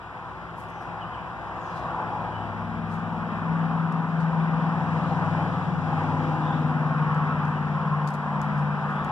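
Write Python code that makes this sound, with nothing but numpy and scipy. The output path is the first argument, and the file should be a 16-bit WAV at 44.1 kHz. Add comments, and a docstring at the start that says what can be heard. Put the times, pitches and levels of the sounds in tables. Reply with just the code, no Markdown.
"""First a distant tyre roar over a low rumble; then a V8's exhaust drone swells, throbbing once per engine cycle.
The listener is on a garden deck; the vehicle passes at a steady 26 m/s on a road 63 m off, beyond trees.
The drone is a sum of engine orders, sinking in pitch by Doppler shift; gas rush and tyres are coloured noise.
Close to the two microphone ports, a plastic hoop being balanced makes ticks and scuffs of decaying noise.
A few birds call faintly as gliding sines with an echo, leaves rustle softly and a faint even hiss stays."""
import sys
import numpy as np
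from scipy import signal
from scipy.fft import rfft, irfft, next_fast_len
from scipy.io import wavfile
from scipy.ndimage import uniform_filter1d, map_coordinates

SR = 44100
rng = np.random.default_rng(int(sys.argv[2]) if len(sys.argv) > 2 else 0)


def master(y):
    """Save y as 16-bit WAV."""
    cut = np.clip(np.atleast_2d(y).T, -1, 1)
    pcm = np.round(cut * 32767)  # scale
    wavfile.write(sys.argv[1], SR, pcm.astype(np.int16))


N = 402015  # samples, about 9.1 s

# The pass: engine cycles a second, road speed, distance to the road, moment of closest approach
CYCLE_HZ, SPEED_M_PER_S, DISTANCE_M, CLOSEST_S = 19.4528, 25.948, 62.66, 6.2261
SOUND_M_PER_S = 343
FIRING_ORDER = 8  # firings per engine cycle
BARK_HZ, BARK_WIDTH_HZ = 313, 46  # exhaust orders near this pitch bark
PORT_HZ = 1078  # above this the left port leads
PIVOT_HZ = 7000  # brightness tilts turn about this
TOP_HZ, LOW_CUT_HZ = 14250, 42  # band limits of the microphones

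# All levels in the tables are relative; each layer sets its own gain.
# Half lengths and half widths are Gaussian sigmas; a bird note's length is its whole duration.
# Exhaust drone: [t/s, level of the firing tone/dB]
DRONE_LEVEL = [(0.0, -58), (0.3, -51), (1.0, -46.5), (1.35, -53.5), (1.88, -41.5), (2.15, -45), (2.4, -41),
               (2.72, -35), (2.86, -31.5), (3.38, -35.5), (3.55, -27), (3.95, -30), (4.1, -33.5),
               (4.17, -28.5), (4.47, -26.5), (4.82, -31), (4.94, -28.5), (5.05, -32), (5.4, -28.5),
               (5.6, -32), (6.3, -27.5), (6.5, -29.5), (7.14, -26), (7.25, -29), (7.84, -28.5), (7.93, -25),
               (8.2, -33), (8.62, -27), (8.93, -32.5), (9.11, -37.5)]
# Exhaust tone by view, each level against the firing tone:
# [order of the cycle, far/dB, approaching/dB, front/dB, beside/dB, leaving/dB, rear/dB]
EXHAUST_ORDERS = [(3, -8, -16, -34, -31.5, -39, -39), (5, 0, -3, -19.5, -6.5, -17.5, -18),
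                  (6, -8, -19, -21, -13.5, -24.5, -32), (7, -21, -26.5, -12, -8, -7.5, -23.5),
                  (8, 0.5, -1, 4, 1, 1.5, 1), (9, -15, -6.5, -7, -4, -4.5, -7),
                  (10, -19, -5, -15.5, -20, -18, -12), (11, -15, -3.5, -8.5, -14.5, -11.5, -4.5),
                  (12, -18, -11, -18, -14, -14, -18), (13, -12, -11, -14, -13, -10, -10.5),
                  (14, -30, -27, -33, -16, -20.5, -25.5), (15, -22, -28.5, -28, -23.5, -32.5, -31),
                  (16, -7.5, -17.5, -34, -19, -28, -37), (17, -12.5, -22.5, -33, -28, -33.5, -36),
                  (18, -8.5, -22, -25.5, -23.5, -28.5, -33), (21, -20, -23, -22.5, -43, -25, -28),
                  (24, -14, -38.5, -36, -25.5, -29, -32.5), (26, -26, -32, -31, -21.5, -24, -27.5)]
# Place on the road of each of those six views: [past the closest point/m]
VIEW_PLACES = [-115, -92, -56, -21.5, 22.5, 63.5]
# Places where a reflection cancels one order: [order, centre past the closest point/m, half width/m, gain/dB]
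REFLECTION_FADES = [(5, -44, 3.5, -18), (5, 53, 3, -14), (7, 50, 3, -10), (9, 0, 5, -7), (9, 53, 3, -9),
                    (10, -54, 2, -9), (11, -71, 2.5, -4), (11, -53, 2, -9), (11, -22, 5, -10),
                    (11, 1, 4, -6), (11, 18, 2.5, -8), (12, -11, 3, -16), (12, 51, 5, -7),
                    (13, -49, 3, -14), (13, 4.5, 1.8, -16), (13, 23, 2, -8), (13, 43, 3.5, -12),
                    (14, -11, 2, -14), (14, 12, 2, -14), (16, -12, 3.5, -12)]
# Brief rough burbles in the drone: [t/s, half length/s, centre f/Hz, level/dB]
BURBLE_EVENTS = [(5.73, .1, 168, -32), (6.35, .3, 320, -46), (6.4, .25, 235, -45)]
# Burble spectrum: [multiple of the centre f, level per Hz/dB]
BURBLE_SHAPE = [(.5, -40), (.77, -6), (1, 0), (1.25, -12), (1.8, -45), (3.5, -90)]

# Sounds beamed at the deck from one stretch of road: [centre past the closest point/m, half width/m, gain/dB]
# Exhaust orders near the bark pitch
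BARK_STRETCH = (6, 9, 12)
# The two orders next to the firing tone: [centre/m, half width/m, gain/dB]
THROB_STRETCH = (-31, 15, 3.4)
# Gas rush: [centre/m, half width/m, gain/dB]
RUSH_STRETCH = (-1, 26, 1.9)
# Tyre hiss: [centre/m, half width/m, gain/dB]
HISS_STRETCH = (-16.5, 23, 1.9)

# Tyres: [t/s, roar level/dB, higher whirr level/dB]
TYRE_LEVELS = [(0.0, -43.5, -45), (0.38, -40.5, -44), (0.55, -40, -44.5), (0.78, -41, -43.5),
               (0.89, -38.5, -42), (1.1, -39.5, -42), (1.64, -38, -41), (1.8, -35.5, -40.5),
               (1.99, -34, -38), (2.1, -34, -40.5), (2.78, -38.5, -41), (3.1, -36.5, -40),
               (3.58, -36, -37.5), (4.08, -36.5, -39), (4.7, -33.5, -36.5), (5.1, -32.5, -37.5),
               (5.42, -32, -36.5), (5.78, -36.5, -39), (5.96, -32.5, -35.5), (6.2, -33, -37.5),
               (6.42, -33, -37), (6.72, -35, -37), (7.2, -34.5, -34.5), (7.66, -36, -37),
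               (8.02, -35, -37.5), (8.17, -37, -39), (8.34, -33.5, -36.5), (8.6, -36, -37.5),
               (8.98, -34, -36), (9.11, -33.5, -34.5)]
# Low rumble: [t/s, level/dB]
RUMBLE_LEVEL = [(0.2, -59), (0.34, -58.5), (2.6, -53.5), (3.53, -53.5), (7.85, -57), (9.0, -52)]
# Brief narrow swells as the tread sings: [t/s, half length/s, f/Hz, level/dB]
TREAD_TONES = [(1.93, .1, 1130, -39), (2.08, .13, 850, -39), (5.97, .12, 815, -35), (6.38, .17, 805, -35.5),
               (6.42, .1, 1000, -37), (7.1, .2, 1100, -37), (7.25, .13, 1305, -36.5),
               (7.92, .11, 1065, -34.5), (8.33, .12, 1000, -35)]

# Noise spectra, all [f/Hz, level per Hz/dB]; first the low rumble
RUMBLE_SPECTRUM = [(15, -58.5), (30, -51), (40, -26.5), (50, -7.5), (60, -0.5), (80, -3), (130, -5.5),
                   (250, -14.5), (500, -60.5)]
# Exhaust gas rush: [f/Hz, level per Hz/dB]
RUSH_SPECTRUM = [(35, -70), (70, -30), (110, 2.5), (170, 8), (260, -2.5), (340, -1), (430, -5), (510, 3.5),
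                 (590, -19), (800, -27.5), (1500, -85.5)]
# Tyre roar: [f/Hz, level per Hz/dB]
ROAR_SPECTRUM = [(60, -76), (300, -38.5), (550, -8.5), (680, -2), (790, 1.5), (1000, 1.5), (1150, -11.5),
                 (1500, -16.5), (2500, -66.5)]
# Tyre whirr: [f/Hz, level per Hz/dB]
WHIRR_SPECTRUM = [(200, -77), (600, -41.5), (900, -8.5), (1100, 1.5), (1350, -1.5), (1600, -5),
                  (2000, -14.5), (2800, -23.5), (5000, -76.5)]
# Tyre hiss: [f/Hz, level per Hz/dB]
HISS_SPECTRUM = [(200, -72), (1000, -23.5), (2200, 4), (2900, 0.5), (3500, -4.5), (4200, -10.5),
                 (5000, -13.5), (6500, -21), (8000, -24), (10000, -30), (14000, -48)]
# Faint even hiss: [f/Hz, level per Hz/dB]
AIR_SPECTRUM = [(1000, -15), (4000, -2.5), (8000, -4), (11000, -7), (14000, -14.5)]
# Hoop and hand contacts before their own tilt: [f/Hz, level per Hz/dB]
TICK_SPECTRUM = [(800, -31), (2500, -7), (4500, 5.5), (7500, 2.5), (11000, -7), (14000, -11)]
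# Leaf rustle: [f/Hz, level per Hz/dB]
LEAF_SPECTRUM = [(1500, -28.5), (4000, 2.5), (6000, 1.5), (9000, -10.5), (14000, -25.5)]
# Shoes and cloth before their own tilt: [f/Hz, level per Hz/dB]
SCUFF_SPECTRUM = [(1500, -16.5), (4500, 3), (8000, 0), (11000, -2.5), (14000, -10.5)]

# Likeness of distant noise at the two ports: [f/Hz, left-right likeness 0-1]
PORT_LIKENESS = [(50, .55), (130, .72), (300, .68), (480, .92), (650, .97), (1100, .99), (1600, .84),
                 (2500, .72), (5000, .64), (7000, .54), (9000, .18)]
# Level difference of the ports: [f/Hz, left minus right/dB]
PORT_LEAN = [(60, 6.5), (250, 2.5), (550, 4.5), (800, 3), (1100, -0.5), (1600, 0.5), (2300, 4.5),
             (3300, 0.5), (5000, 1.5), (9000, 2.5)]

# Hoop and hand contacts: [t/s, level/dB, t60/s, brightness/dB per octave]
TICK_EVENTS = [(3.924, -51.5, .08, 2.5), (7.146, -51, 0.15, 0), (7.451, -49, .15, -5.5),
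               (8.0727, -44, .03, 1.5), (8.0759, -37.5, .05, -2), (8.083, -46, .06, 1),
               (8.0875, -45, .08, -3), (8.105, -50.5, .08, 1), (8.136, -48, .06, 2), (8.141, -46, 0.087, 2),
               (8.15, -49, .09, 0.5), (8.416, -40.5, .035, 0), (9.046, -44, .08, 3.5)]
# Shoes and cloth: [t/s, rise/s, fall/s, level/dB, brightness/dB per octave]
SCUFF_EVENTS = [(0.603, 0.021, .035, -62, 5.5), (0.703, 0.018, .03, -68.5, 0.5), (0.83, .02, .03, -71, 2),
                (1.775, 0.017, 0.033, -61.5, -7.5), (2.935, .028, .04, -62.5, -5),
                (4.213, 0.012, 0.02, -62, -10), (7.49, 0.02, 0.027, -70, 1.5), (8.1, 0.022, .04, -62.5, -2),
                (8.43, 0.011, .03, -64.5, -3), (8.585, 0.011, 0.029, -65, -2.5),
                (8.91, 0.022, 0.055, -67, -2.5)]
# Bird notes: [t/s, length/s, start f/Hz, middle f/Hz, end f/Hz, level/dB, rasp as a share of the pitch]
BIRD_NOTES = [(1.025, .04, 3130, 2980, 2720, -44, .025), (1.144, .022, 3300, 3000, 2700, -45.5, .035),
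              (1.19, .1, 2700, 2650, 2650, -53, .11), (.79, 0.22, 6250, 5800, 5400, -68, .04),
              (1.68, 0.22, 7500, 5900, 3700, -65.5, .07), (1.79, .2, 4300, 3900, 3700, -62, .07),
              (2.358, .06, 2900, 2990, 2990, -46, .009), (5.082, 0.13, 3800, 3950, 4100, -61.5, .06),
              (6.51, .22, 3350, 3430, 3400, -51.5, .065), (7.565, .05, 2880, 2920, 2880, -50.5, .02),
              (8.986, 0.13, 3400, 3450, 3500, -54.5, .05)]
# Swells of leaf rustle: [t/s, half length/s, level/dB]
LEAF_SWELLS = [(1.698, 0.14, -65.5), (2.15, 0.2, -75), (5.15, .35, -64.5), (6.197, 0.38, -64)]


def amp(db):
    """Decibels to gain."""
    return np.exp(np.asarray(db) * (np.log(10) / 20))


def unit(x):
    """Scale to rms 1."""
    return x / np.sqrt(np.mean(x ** 2) + 1e-20)


def along(points, hz):
    """(f/Hz, value) points read on a log frequency axis."""
    f, value = np.transpose(points)
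    return np.interp(np.log(hz + 1), np.log(f + 1), value)


def curves(rows):
    """One value per sample for each column after the time."""
    s, *columns = np.transpose(rows)
    return [np.interp(np.arange(N) / SR, s, column) for column in columns]


def wobble(rate):
    """A smooth random curve, rate knots a second."""
    coarse = np.arange(0, N + 64, 64)
    knots = map_coordinates(rng.standard_normal(int(N * rate / SR) + 4), [coarse * rate / SR])
    # straight lines join the coarse points
    ramp = np.arange(64) / 64
    return (knots[:-1, None] + np.diff(knots)[:, None] * ramp).ravel()[:N]


def swell(s, length, db):
    """A gain that rises and falls smoothly around one moment."""
    return amp(db) * np.exp(-.5 * ((np.arange(N) / SR - s) / length) ** 2)


def filtered(x, response):
    """Apply a complex response of frequency to x."""
    m = next_fast_len(N + SR // 4)
    return irfft(rfft(x, m) * response(np.fft.rfftfreq(m, 1 / SR)), m)[..., :N]


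def ports(hz):
    """The two microphone ports: left is louder at most pitches, and leads in the treble."""
    lead = np.pi * np.maximum(hz / PORT_HZ - 1, 0)
    side = np.array([[.5], [-.5]])
    return amp(side * along(PORT_LEAN, hz)) * np.exp(1j * side * lead)


def noise(colour, ripple=0.51):
    """Distant stereo noise of rms 1; the likeness of the ports ripples through the treble."""
    m = next_fast_len(N)
    hz = np.fft.rfftfreq(m, 1 / SR)
    comb = 1 + ripple * np.clip(hz / PORT_HZ - 1, 0, 1) * np.cos(2 * np.pi * hz / PORT_HZ)
    likeness = np.clip(along(PORT_LIKENESS, hz) * comb, 0, 1)
    turn = np.arccos(likeness) / 2  # splits the power into shared and opposed parts
    spectra = rfft(rng.standard_normal((2, m))) * amp(along(colour, hz))
    common, apart = spectra * [np.cos(turn), np.sin(turn)]
    return unit(irfft(np.array([common + apart, common - apart]) * ports(hz), m)[:, :N])


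def place():
    """Metres along the road past the closest point, for each sample."""
    return SPEED_M_PER_S * (np.arange(N) / SR - CLOSEST_S)


def receding():
    """Sine of the bearing: -1 coming straight on, 0 abreast, 1 going straight away."""
    return place() / np.hypot(place(), DISTANCE_M)


def beam(centre_m, width_m, db):
    """A gain in dB that swells and fades as the vehicle crosses one stretch of road."""
    return db * np.exp(-.5 * ((place() - centre_m) / width_m) ** 2)


def patchy(x, depth_db=1.05):
    """Narrow bands swell and fade on their own, as tread tones come and go."""
    bands = signal.stft(x, nperseg=1024)[2]
    field = rng.standard_normal(bands.shape[1:])
    field = uniform_filter1d(field, size=3, axis=0)  # across frequency
    field = uniform_filter1d(field, size=14, axis=1)  # across time
    return signal.istft(bands * amp(depth_db * unit(field)), nperseg=1024)[1][:, :N]


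def add(sound, x, s, tilt_db):
    """Mix in the half second of x around one moment, brightened by tilt_db per octave."""
    span = slice(round(s * SR) - SR // 4, round(s * SR) + SR // 4)
    piece = x[:, span]
    # the tilt levels out one octave below the pivot
    octaves = np.log2(np.maximum(np.fft.rfftfreq(SR, 1 / SR) / PIVOT_HZ, .5))
    sound[:, span] += irfft(rfft(piece, SR) * amp(tilt_db * octaves), SR)[:, :piece.shape[1]]


def road(roar_db=0.5, whirr_db=2.0, hiss_db=-51.5, rumble_db=6, hiss_follow=0.58, flutter_db=0.46):
    """Tyres on the road roar, whirr and hiss as fluttering bands of noise, over a low rumble."""
    roar, whirr = curves(TYRE_LEVELS)
    level_db = (roar + whirr) / 2
    hiss = hiss_db + hiss_follow * (level_db - level_db.mean()) + beam(*HISS_STRETCH)
    tyres = amp(roar + roar_db + flutter_db * wobble(21)) * noise(ROAR_SPECTRUM)
    tyres += amp(whirr + whirr_db + flutter_db * wobble(17)) * noise(WHIRR_SPECTRUM)
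    tyres += amp(hiss + flutter_db * wobble(17)) * noise(HISS_SPECTRUM)
    rumble = amp(curves(RUMBLE_LEVEL)[0] + rumble_db) * noise(RUMBLE_SPECTRUM)
    return patchy(tyres) + rumble


def exhaust(waver_db=1.5, tone_waver_db=0.7, flicker_db=1.42, drone_db=-1.17, blur_s=0.82, throb_db=-2.0,
            lean_db=0.4, pan_db=1.3, rush_db=-5.5, chuff=0.27):
    """Uneven firing puts orders of the engine cycle round the firing tone; its two neighbours beat as a throb."""
    heard_hz = CYCLE_HZ / (1 + receding() * SPEED_M_PER_S / SOUND_M_PER_S)  # Doppler shift
    angle = 2 * np.pi * (np.cumsum(heard_hz) / SR - .05)
    level_db, = curves(DRONE_LEVEL)
    # the quick dips belong to the firing tone; the other orders follow only its slow swell
    swell_db = uniform_filter1d(level_db, size=max(int(blur_s * SR), 1))
    metres = place()
    bark, throb = beam(*BARK_STRETCH), throb_db + beam(*THROB_STRETCH)
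    side = np.array([[.5], [-.5]])
    tone = np.zeros((2, N))
    for order, *view_db in EXHAUST_ORDERS:
        distance = abs(order - FIRING_ORDER)
        # the firing tone and its neighbours start in step
        offset = rng.uniform(0, 2 * np.pi) * (distance > 1)
        # side orders vary more from cycle to cycle
        loose = np.sqrt(min(distance, 2) + .5)
        drift = loose * (.09 * wobble(17) + .15 * wobble(3))
        # echoes off the deck roof shift each order a little between the ports
        spread = side * loose * .2 * wobble(2)
        db = (swell_db if distance else level_db) + np.interp(metres, VIEW_PLACES, view_db)
        db += bark * np.exp(-.5 * ((order * CYCLE_HZ - BARK_HZ) / BARK_WIDTH_HZ) ** 2)
        db += throb * (distance == 1)
        db += (waver_db * min(distance, 2) + tone_waver_db) * wobble(4.5) / 2
        db += flicker_db * wobble(19)
        db += sum(beam(*fade) for faded, *fade in REFLECTION_FADES if faded == order)
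        tone += amp(db) * np.sqrt(2) * np.cos(order * angle + offset + drift + spread)
    # the drone moves from left to right with the vehicle
    pan = side * (lean_db - pan_db * receding())
    drone = filtered(tone * amp(drone_db + pan), ports)
    # gas leaves the pipe in one puff per firing, and its rush carries through the trees as the tyre noise does
    puffs = 1 + chuff * np.cos(FIRING_ORDER * angle)
    rush = amp(curves(TYRE_LEVELS)[0] + rush_db + beam(*RUSH_STRETCH)) * noise(RUSH_SPECTRUM)
    burble = np.zeros((2, N))
    for s, length, hz, db in BURBLE_EVENTS:
        colour = [(hz * multiple, level) for multiple, level in BURBLE_SHAPE]
        burble += swell(s, length, db) * noise(colour)
    return drone + puffs * (rush + burble)


def even_hiss(air_db=-76):
    """A faint steady noise under everything."""
    return amp(air_db) * noise(AIR_SPECTRUM)


def near_noise(colour, left_db=4.0):
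    """Noise close to the microphones: independent at the two ports and stronger on the left."""
    x = filtered(rng.standard_normal((2, N)), lambda hz: amp(along(colour, hz)))
    return unit(x) * amp([[left_db], [-left_db]])


def handling(tick_db=-7, snap_db=4, snap_t60=0.0098, ring_db=-10, grain_db=2.2):
    """Light contacts snap and die quickly; grainy scuffs swell and trail off; each has its own brightness."""
    t = np.arange(N) / SR
    sound = np.zeros((2, N))
    crack = near_noise(TICK_SPECTRUM)
    age = t[:SR // 4]
    for s, db, t60, tilt_db in TICK_EVENTS:
        snap = amp(snap_db - 60 * age / snap_t60)
        ring = amp(ring_db - 60 * age / t60)
        blow = amp(db + tick_db) * (snap + ring)
        add(sound, np.pad(blow, (round(s * SR), N))[:N] * crack, s, tilt_db)
    rub = near_noise(SCUFF_SPECTRUM) * amp(grain_db * wobble(250))
    for s, rise, fall, db, tilt_db in SCUFF_EVENTS:
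        stroke = amp(db) * np.exp(-np.where(t < s, .5 * ((t - s) / rise) ** 2, (t - s) / fall))
        add(sound, stroke * rub, s, tilt_db)
    return sound


def birds(t60=0.46, call_db=0, echo_db=-0.5):
    """Short arching notes, some pure and some raspy, with an echo from the trees."""
    song = np.zeros(N + SR)
    quaver = wobble(500)
    for s, length, start_hz, middle_hz, end_hz, db, rasp in BIRD_NOTES:
        u = np.linspace(0, 1, int(length * SR))
        arch = np.polyval(np.polyfit([0, .5, 1], [start_hz, middle_hz, end_hz], 2), u)
        hz = arch * (1 + rasp * np.roll(quaver, int(s * SR))[:len(u)])
        note = amp(db + call_db) * np.sin(np.pi * u) * np.sin(2 * np.pi * np.cumsum(hz) / SR)
        song[int((s - length / 2) * SR):][:len(u)] += note
    # the echo is a decaying burst of noise, different at each port
    trees = rng.standard_normal((2, SR // 2)) * amp(-60 * np.arange(SR // 2) / SR / t60)
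    trees /= np.linalg.norm(trees[0])
    echo = signal.fftconvolve(song[None], trees, axes=1)[:, :N]
    return song[:N] + amp(echo_db) * echo


def leaves():
    """Soft swells of rustling in the trees, as shaped noise."""
    return sum(swell(*rustle) for rustle in LEAF_SWELLS) * noise(LEAF_SPECTRUM)


def tread(width_hz=55):
    """Narrow, unsteady tones that the tread sings on some stretches of asphalt."""
    t = np.arange(N) / SR
    song = np.zeros(N)
    for s, length, hz, db in TREAD_TONES:
        # a random complex envelope broadens the tone into a narrow band
        quaver = wobble(width_hz) + 1j * wobble(width_hz)
        song += swell(s, length, db) * np.real(quaver * np.exp(2j * np.pi * hz * t))
    return filtered(song, ports)


def scene():
    """The vehicle on the road, the hoop on the deck, the garden and a faint even hiss."""
    vehicle = road() + exhaust() + tread()
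    return vehicle + even_hiss() + handling() + birds() + leaves()


def record(dry):
    """The microphones roll off the deepest bass and keep nothing above their band limit."""
    return filtered(dry, lambda hz: (hz < TOP_HZ) / np.sqrt(1 + (LOW_CUT_HZ / (hz + 1)) ** 8))


dry = scene()
out = record(dry)
master(out)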